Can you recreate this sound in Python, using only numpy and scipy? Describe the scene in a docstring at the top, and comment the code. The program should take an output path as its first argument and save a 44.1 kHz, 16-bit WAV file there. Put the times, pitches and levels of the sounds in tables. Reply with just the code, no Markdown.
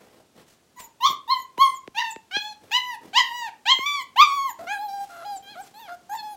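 """Young puppies whine in a wire pen indoors: short arching yelps run together into softer, longer whimpers.
Their vocal folds sound a stack of harmonics, coloured by throat and mouth, that roughens and cracks under
strain. Many cries end in a thin whistle of air in the nose. Paws scuff the blanket, a few sharp taps
sound close by, and a small room rings after every cry over a quiet room tone."""
import sys
import numpy as np
from scipy import signal
from scipy.fft import rfft, irfft, next_fast_len
from scipy.io import wavfile
from scipy.ndimage import uniform_filter1d, map_coordinates

SR = 44100
rng = np.random.default_rng(int(sys.argv[2]) if len(sys.argv) > 2 else 0)


def put_to_file(sound):
    """Save the sound as 16-bit audio at rate SR, in the file named by the first command-line argument."""
    columns = np.atleast_2d(sound).T  # one column per channel
    safe = np.clip(columns, -1, 1)
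    whole_steps = np.round(safe * 32767)
    wavfile.write(sys.argv[1], SR, whole_steps.astype(np.int16))


N = 280476


def amp(db):
    """Decibels to gain."""
    return 10 ** (np.asarray(db) / 20)


def unit(x):
    """Scaled to rms 1."""
    return x / np.sqrt(np.mean(x ** 2) + 1e-20)


def along(points, hz):
    """A curve of (Hz, value) points, read on a log frequency axis."""
    point_hz, values = np.transpose(points)
    return np.interp(np.log(hz + 1), np.log(point_hz), values)


def wobble(rate, size):
    """A smooth random curve with rate knots a second."""
    knots = rng.standard_normal(size // 8 + 4)
    return map_coordinates(knots, [np.arange(size) * rate / SR], mode="mirror")


def filtered(x, response):
    """x through a filter given as a complex gain at each frequency."""
    size = next_fast_len(N + SR // 2)
    return irfft(rfft(x, size) * response(np.fft.rfftfreq(size, 1 / SR)), size)[:N]


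def noise(spectrum):
    """Coloured noise of rms 1."""
    return unit(filtered(rng.standard_normal(N), lambda hz: amp(along(spectrum, hz))))


def swell(t, middle, length):
    """A smooth rise and fall that lasts length seconds."""
    return np.cos(np.pi * np.clip((t - middle) / length, -.5, .5))


# The colour of the quiet room. Each row: frequency in Hz, relative level in dB.
ROOM_TONE_COLOUR = [(25, -34), (55, -6.5), (280, 0), (2000, -14.5), (3200, -14.5), (7000, -16.5),
                    (15500, -27)]
def room_tone(start_db=-63, end_db=-60):
    """A low bed of noise that swells a little through the scene."""
    return amp(np.linspace(start_db, end_db, N)) * noise(ROOM_TONE_COLOUR)


# Pad scuffs and claw scrapes on the blanket. Each row: middle and length in seconds, relative level in dB.
PAD_SCUFFS = [(0.02, 0.19, -52), (0.165, 0.15, -52), (0.394, 0.094, -46), (1.108, 0.052, -39.5),
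              (2.661, 0.11, -47), (3.07, 0.14, -46), (4.634, 0.13, -45), (5.392, 1.7, -58.5)]
CLAW_SCRAPES = [(0.51, .11, -55.5), (0.803, 0.025, -40.5), (5.11, 0.31, -53), (5.67, 0.14, -52.5)]
# The dull colour of pads and the bright one of claws. Each row: frequency in Hz, relative level in dB.
PAD_COLOUR = [(50, -22), (170, -2), (480, -2.5), (1200, -14.5), (15000, -30.5)]
CLAW_COLOUR = [(500, -13.5), (1200, -12), (7000, -14), (15000, -22.5)]
def paws(grain_db=3):
    """Pads thud softly on cloth and claws scrape over it; both are grainy."""
    t = np.arange(N) / SR
    pads, claws = (sum(amp(db) * swell(t, middle, length) for middle, length, db in strokes)
                   for strokes in (PAD_SCUFFS, CLAW_SCRAPES))
    rubbing = pads * noise(PAD_COLOUR) + claws * noise(CLAW_COLOUR)
    return rubbing * unit(amp(grain_db * wobble(150, N)))


# Sharp taps close by. Each row: start in seconds, relative level in dB.
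CLOSE_TAPS = [(0.383, -52), (1.579, -29.5), (1.876, -32.5), (2.161, -34), (2.365, -29), (3.787, -32)]
# The body of a tap. Each row: frequency in Hz, gain in dB.
TAP_COLOUR = [(25, -25.5), (60, -12.5), (400, 8), (1100, -12.5), (2200, -6.5), (15000, -43)]
def taps(gain_db=33, bass_lag_s=.033, corner_hz=65):
    """Dry ticks that drop into a small thump: the bass arrives later than the treble."""
    def thump(hz):
        lag_cycles = bass_lag_s * corner_hz * np.log1p(hz / corner_hz)
        return amp(along(TAP_COLOUR, hz)) * np.exp(-2j * np.pi * lag_cycles)

    blows = np.zeros(N)
    for start, db in CLOSE_TAPS:
        blows[round(start * SR)] = amp(db + gain_db)
    return filtered(blows, thump)


# Open-mouthed yelps. Each row: start, rise and fall in seconds, pitch at the start and at the top in Hz,
# fundamental at the top in dB, swell in dB, overtone offset in dB, overtones lost in the fall in dB,
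# mouth resonance in Hz, shrillness in dB, crack from 0 to 1.
YELPS = [(0.762, 0.035, 0.066, 1013, 948, -45, 11, -15, 16, 2080, 20, 0.63),
         (1.006, 0.061, 0.067, 873, 1114, -16, 22, -14.5, -2, 3800, 2, 0.55),
         (1.278, 0.044, 0.086, 843, 1059, -18.5, 22, -14.5, 0.5, 4050, -19.5, 0.08),
         (1.577, 0.052, 0.12, 920, 1097, -12.5, 26, -17, 5.5, 3650, 1.5, .05),
         (1.948, 0.055, 0.039, 765, 947, -25.5, 20.5, -6.5, -11.5, 2755, 2.5, 0.56),
         (2.312, 0.065, 0.047, 722, 832, -36.5, 17, 7, 11, 3300, -8.5, 0),
         (2.712, 0.057, 0.046, 769, 1007, -27, 12.5, 1, 13, 2780, 1.5, 0.05),
         (3.133, 0.057, 0.046, 712, 1016, -17.5, 24, -4.5, -10.5, 3040, 4, 0.35),
         (3.657, 0.059, 0.061, 732, 1036, -21.5, 14, 1, 14, 3100, -0.5, 0.06),
         (4.161, 0.062, 0.046, 782, 1180, -8.5, 23.5, -11.5, -17, 2850, -5, 0.35),
         (4.672, 0.06, 0.052, 688.5, 841, -30.5, 7.5, -8, 6.5, 2150, -5, 0.09),
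         (4.785, 0.053, 0.059, 786, 841, -32, 2.5, -22, 18, 4900, -13, 0),
         (5.425, 0.092, .06, 773, 835, -51.5, 12, -0.5, 1, 3700, -7, 0.13),
         (5.74, 0.068, 0.097, 777, 913, -45, 6, -12, -2.5, 4380, -3, 0.43),
         (6.095, 0.056, 0.017, 765, 865, -29.5, 7.5, -25, -8, 1900, 11.5, 0.6),
         (6.178, 0.026, 0.04, 891, 854, -42, 6, 0, 32, 4640, -8, 0.03)]
def yelp(start, rise, fall, first_hz, top_hz, top_db, swell_db, overtones_db, dull_db, mouth_hz, shrill_db):
    """The contour of a yelp: pitch and level arch together as the mouth opens, then closes."""
    rise_bend, fall_bend = 1.6, 1.2  # 1 = straight flanks, 2 = a round top
    knee, steepness, fade_ratio = 0.66, 4.87, 1.3  # shape of the swell; the fade goes deeper
    closed_at_start, closed_at_end, muffled_start_db = 0.2, 0.7, 2.5
    arch = np.linspace(-1, 1, 41)  # 0 is the top
    before, after = np.maximum(-arch, 0), np.maximum(arch, 0)
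    times = start + rise * (1 - before) + fall * after
    sag_hz = top_hz - landing_pitch(times[-1], top_hz)
    pitch = top_hz - (top_hz - first_hz) * before ** rise_bend - sag_hz * after ** fall_bend
    held_back = 1 - 1 / (1 + (before / knee) ** steepness)
    level = top_db - swell_db * (held_back + fade_ratio * after ** fall_bend)
    overtones = overtones_db - muffled_start_db * before ** 2 - dull_db * after
    mouth = mouth_hz * (1 - closed_at_start * before ** 2 - closed_at_end * after)
    return np.column_stack(np.broadcast_arrays(times, pitch, level, overtones, mouth, shrill_db))


JOIN_S = .028  # notes closer than this run together
def landing_pitch(end, top_hz, sag=0.09):
    """The pitch that a yelp ends on: that of the note it runs into, or a plain sag if none follows."""
    starts = [(s, hz) for s, _, _, hz, *_ in YELPS] + [(s, hz) for s, _, hz, *_ in WHINES]
    return next((hz for s, hz in starts if abs(s - end) < JOIN_S), top_hz * (1 - sag))


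def cracks(t, length_s=0.057, leap_share=0.0744, leap_s=.02):
    """The voice cracks at the top of a yelp: the strain on the folds, and a brief upward flip of pitch."""
    strain = leap = 0
    for start, rise, *_, crack in YELPS:
        top = start + rise
        strain += crack * swell(t, top, length_s)
        leap += crack * (t > top - leap_s / 2) * np.exp(-((t - top) / leap_s) ** 2)
    return strain, leap_share * leap


# The throat's colouring of the overtones. Each row: frequency in Hz, gain in dB.
THROAT_COLOUR = [(1400, 1.5), (2200, -7.5), (3100, -6.5), (4200, -6), (5200, -15), (6500, -12), (7800, -21),
                 (8800, -32), (10300, -27.5), (15500, -19.5)]
def resonance_db(hz, mouth_hz, shrill_db, mouth_db=14, mouth_width_hz=500,
                 muzzle_hz=6900, muzzle_width_hz=910):
    """Throat, moving mouth resonance and the muzzle's shrill upper resonance shape an overtone."""
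    mouth = mouth_db / (1 + ((hz - mouth_hz) / mouth_width_hz) ** 2)
    muzzle = shrill_db / (1 + ((hz - muzzle_hz) / muzzle_width_hz) ** 2)
    return along(THROAT_COLOUR, hz) + mouth + muzzle


def with_sheen(effort_db, level_db, order, hz, crossover_hz=8200):
    """An overtone's drive in dB: the thin sheen on top leaves by the nose, however open the mouth is."""
    nasal_share = 1 / (1 + (crossover_hz / hz) ** 10)
    sheen_db = -30 + 0.37 * level_db - 1.5 * max(order - 13, 0)  # fades above the 13th harmonic
    return effort_db + nasal_share * (sheen_db - effort_db)


def cry(contour, quiver=.009, waver=0.0071, jitter=0.0043, rough_jitter=0.054, rasp_depth=0.79,
        slack_hz=745, mouth_sway=.07, drift_db=6.5, edge_s=0.007):
    """Vocal folds sound a harmonic stack along a contour; returns it and the envelope of its air pulses."""
    attack_strain, attack_s, catch_share, catch_s = 0.74, 0.014, 0.261, 0.0016
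    air_db, strain_air_db, end_air_db, end_s = -51, 7, 9, 0.04
    times, *curves = np.transpose(contour)
    span = np.arange(int((times[0] - edge_s / 2) * SR), min(N, int((times[-1] + edge_s) * SR)))
    t, size = span / SR, len(span)
    pitch, level, overtones, mouth, shrill = (np.interp(t, times, curve) for curve in curves)
    # the folds lose their regular cycle at the attack, in a crack, and when they go slack at low pitch
    strain, leap = cracks(t)
    strain += attack_strain * swell(t, times[0], attack_s)
    rough = strain + np.clip(6 * (1 - pitch / slack_hz), 0, 1)
    catch = catch_share * np.exp((t[0] - t) / catch_s)  # an opening flick down from a higher pitch
    glide = uniform_filter1d(pitch, size=400, mode="nearest") * (1 + leap + catch)
    # jaw and larynx tremble: the vowel sways and the pitch quivers with it
    tremble = wobble(19, size)
    mouth = mouth * (1 + mouth_sway * tremble)
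    unsteady = quiver * tremble + waver * wobble(71.4, size)
    pitch = glide * (1 + unsteady + (jitter + rough_jitter * rough) * wobble(334.78, size))
    phase = 2 * np.pi * np.cumsum(pitch) / SR
    wave = amp(level) * np.sin(phase)
    rasp = 1 + rasp_depth * rough * wobble(720, size)  # uneven from cycle to cycle
    effort = level + overtones
    for order in range(2, 22):
        hz = order * pitch
        db = with_sheen(effort, level, order, hz) + resonance_db(hz, mouth, shrill)
        # each overtone drifts in strength as the head moves, the high, narrowly beamed ones most
        db += drift_db * np.minimum(hz / 9500, 1) * wobble(16, size)
        # the highest overtones fray into hiss; in a loud yelp this reaches further down
        fray = (hz / 18500) ** 2 * (1 + 22 * amp(effort)) * wobble(1100, size)
        wave += amp(db) * rasp * np.sin(order * phase + fray) * (hz < SR / 2)
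    gate = np.sqrt(2) * np.clip(np.minimum(t - t[0], t[-1] - t) / edge_s, 0, 1)
    voice, air = np.zeros((2, N))
    voice[span] = gate * wave
    # air escapes once a cycle, more of it in a loud or cracking cry and as the cry runs out
    leak_db = strain_air_db * strain + end_air_db * swell(t, times[-1], end_s)
    air[span] = gate * amp(air_db + level / 2 + leak_db) * (1 + np.cos(phase))
    return voice, air


# The hiss of breath. Each row: frequency in Hz, relative level in dB.
BREATH_COLOUR = [(500, -2), (3000, -13), (7300, -7), (9000, -13.5), (11000, -8.5), (15000, -24)]
def puppies(slur_s=.006):
    """All the cries with their breath; yelps and whines that follow closely slur into one unbroken cry."""
    notes = [yelp(*row[:-1]) for row in YELPS] + [whine(*row) for row in WHINES]
    notes.sort(key=lambda note: note[0, 0])  # a contour's first column is time
    contours = notes[:1]
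    for note in notes[1:]:
        last, start = contours[-1], note[0, 0]
        if start - last[-1, 0] < JOIN_S:
            contours[-1] = np.vstack([last[last[:, 0] < start - slur_s], note])
        else:
            contours.append(note)
    voice, air = sum(np.array(cry(contour)) for contour in contours)
    return voice + air * noise(BREATH_COLOUR)


# Nasal whistles, mostly at the ends of cries. Each row: middle and length in seconds, final pitch in Hz,
# level of the tone and of its octave in dB.
NOSE_WHISTLES = [(0.829, 0.098, 6920, -47, -50), (1.109, 0.052, 6720, -47, -45),
                 (1.399, 0.098, 6720, -50.5, -50), (1.662, 0.17, 8960, -44.5, -70),
                 (1.762, 0.057, 6800, -46, -58.5), (2.119, 0.033, 6890, -36, -54.5),
                 (4.024, 0.026, 6850, -41.5, -47), (4.504, 0.07, 6820, -44.5, -45),
                 (5.375, 0.04, 7120, -45.5, -71), (5.629, 0.036, 7520, -50, -64),
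                 (6.168, 0.034, 7100, -44.5, -64)]
def nose_whistles(fall=0.24, flutter=.008, flicker_db=3, hiss_db=-60):
    """Air whistles in the nose: a thin squeak that drops and settles, with its octave and a little hiss."""
    out = np.zeros(N)
    hiss = amp(hiss_db) * noise(BREATH_COLOUR)
    for middle, length, hz, db, octave_db in NOSE_WHISTLES:
        span = np.arange(int((middle - length / 2) * SR), min(N, int((middle + length / 2) * SR)))
        size = len(span)
        pitch = hz * (1 + fall * np.linspace(1, 0, size) ** 3 + flutter * wobble(400, size))
        phase = 2 * np.pi * np.cumsum(pitch) / SR
        tone = amp(db) * np.sin(phase) + amp(octave_db) * np.sin(2 * phase)
        flicker = amp(flicker_db * wobble(140, size))
        out[span] += swell(span / SR, middle, length) * (flicker * tone + hiss[span])
    return out


# Drawn-out whines. Each row: start and length in seconds, opening pitch, glide and final droop in Hz,
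# fundamental around the middle in dB, swell in dB, overtone offset in dB, mouth resonance in Hz.
WHINES = [(2.045, 0.078, 916, 1.5, 60.5, -35, -4, -10, 2500),
          (2.406, 0.127, 821, 108.5, 141.5, -41.5, 2, -6, 3840),
          (2.817, 0.14, 993, 38, 199.5, -36, 11.5, -9.5, 2280),
          (3.235, 0.26, 927.6, 56.5, 288.5, -34, 9.5, -11, 2200),
          (3.756, 0.1, 1017, 104.5, -7.5, -35.5, 11, -7.5, 2130),
          (3.863, 0.159, 1185, -46, 133, -29, -3, -4, 2900),
          (4.274, 0.24, 1139, -28.5, 320, -25, -1, -16, 1550),
          (4.591, 0.078, 644, 64, -3.5, -39.5, -5, -29, 1400),
          (4.887, 0.162, 795.7, 21, 29.5, -31.5, 5, -25.5, 5350),
          (5.093, 0.157, 705, -26.5, 1.5, -46, 12.5, -17, 1403),
          (5.253, 0.125, 828.4, -47, 30, -33.5, 4.5, -24.5, 4700),
          (5.558, 0.056, 658, 173, 22, -38, 15, -22.5, 1310),
          (5.886, 0.066, 662, 160, 127.5, -36.5, 9, -20, 1360),
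          (6.233, 0.13, 840.4, 22, 128, -38, -3, -20, 4500)]
def whine(start, length, pitch_hz, glide_hz, droop_hz, db, swell_db, overtones_db, mouth_hz):
    """The contour of a whine: it glides, grows purer as the mouth closes and droops as the air runs out."""
    droop_s, fade_db_per_octave, dull_db = .028, 26.5, 6.5
    release_s, release_db = 0.007, 5.5
    progress = np.linspace(0, 1, 41)
    times, left_s = start + length * progress, (1 - progress) * length
    held = pitch_hz + glide_hz * progress
    pitch = held - droop_hz * np.exp(-left_s / droop_s)
    level = db + swell_db * (progress - .5) + fade_db_per_octave * np.log2(pitch / held)
    level -= release_db * np.exp(-left_s / release_s)
    overtones = overtones_db - dull_db * (progress ** 2 - .5)
    return np.column_stack(np.broadcast_arrays(times, pitch, level, overtones, mouth_hz, 0))


# The ring of the small room. Each row: frequency in Hz, seconds to die away by 60 dB.
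ROOM_DECAY = [(200, 0.33), (3000, 0.29), (15000, 0.099)]
def room_reverb(x, gap_s=.005):
    """Walls and floor answer after a short gap; each frequency dies at its own speed."""
    hz, t, spectrum = signal.stft(rng.standard_normal(SR // 2), SR, nperseg=256)
    decay = amp(-60 * t / along(ROOM_DECAY, hz)[:, None])
    tail = signal.istft(spectrum * decay, SR, nperseg=256)[1]
    tail = np.pad(tail / np.linalg.norm(tail), (int(gap_s * SR), 0))
    return signal.fftconvolve(x, tail)[:N]


def scene(far_send_db=-6, near_send_db=-13, paws_db=-3):
    """The litter comes closer, so its reverb send falls; the taps stay dry."""
    litter = puppies() + nose_whistles() + amp(paws_db) * paws()
    reverb = room_reverb(litter * amp(np.linspace(far_send_db, near_send_db, N)))
    return (litter + reverb + taps() + room_tone())[None]


def record(dry, top_hz=15850):
    """A brick-wall low-pass takes off the very top of the treble."""
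    return filtered(dry[0], lambda hz: hz < top_hz)[None]


dry = scene()
out = record(dry)
put_to_file(out)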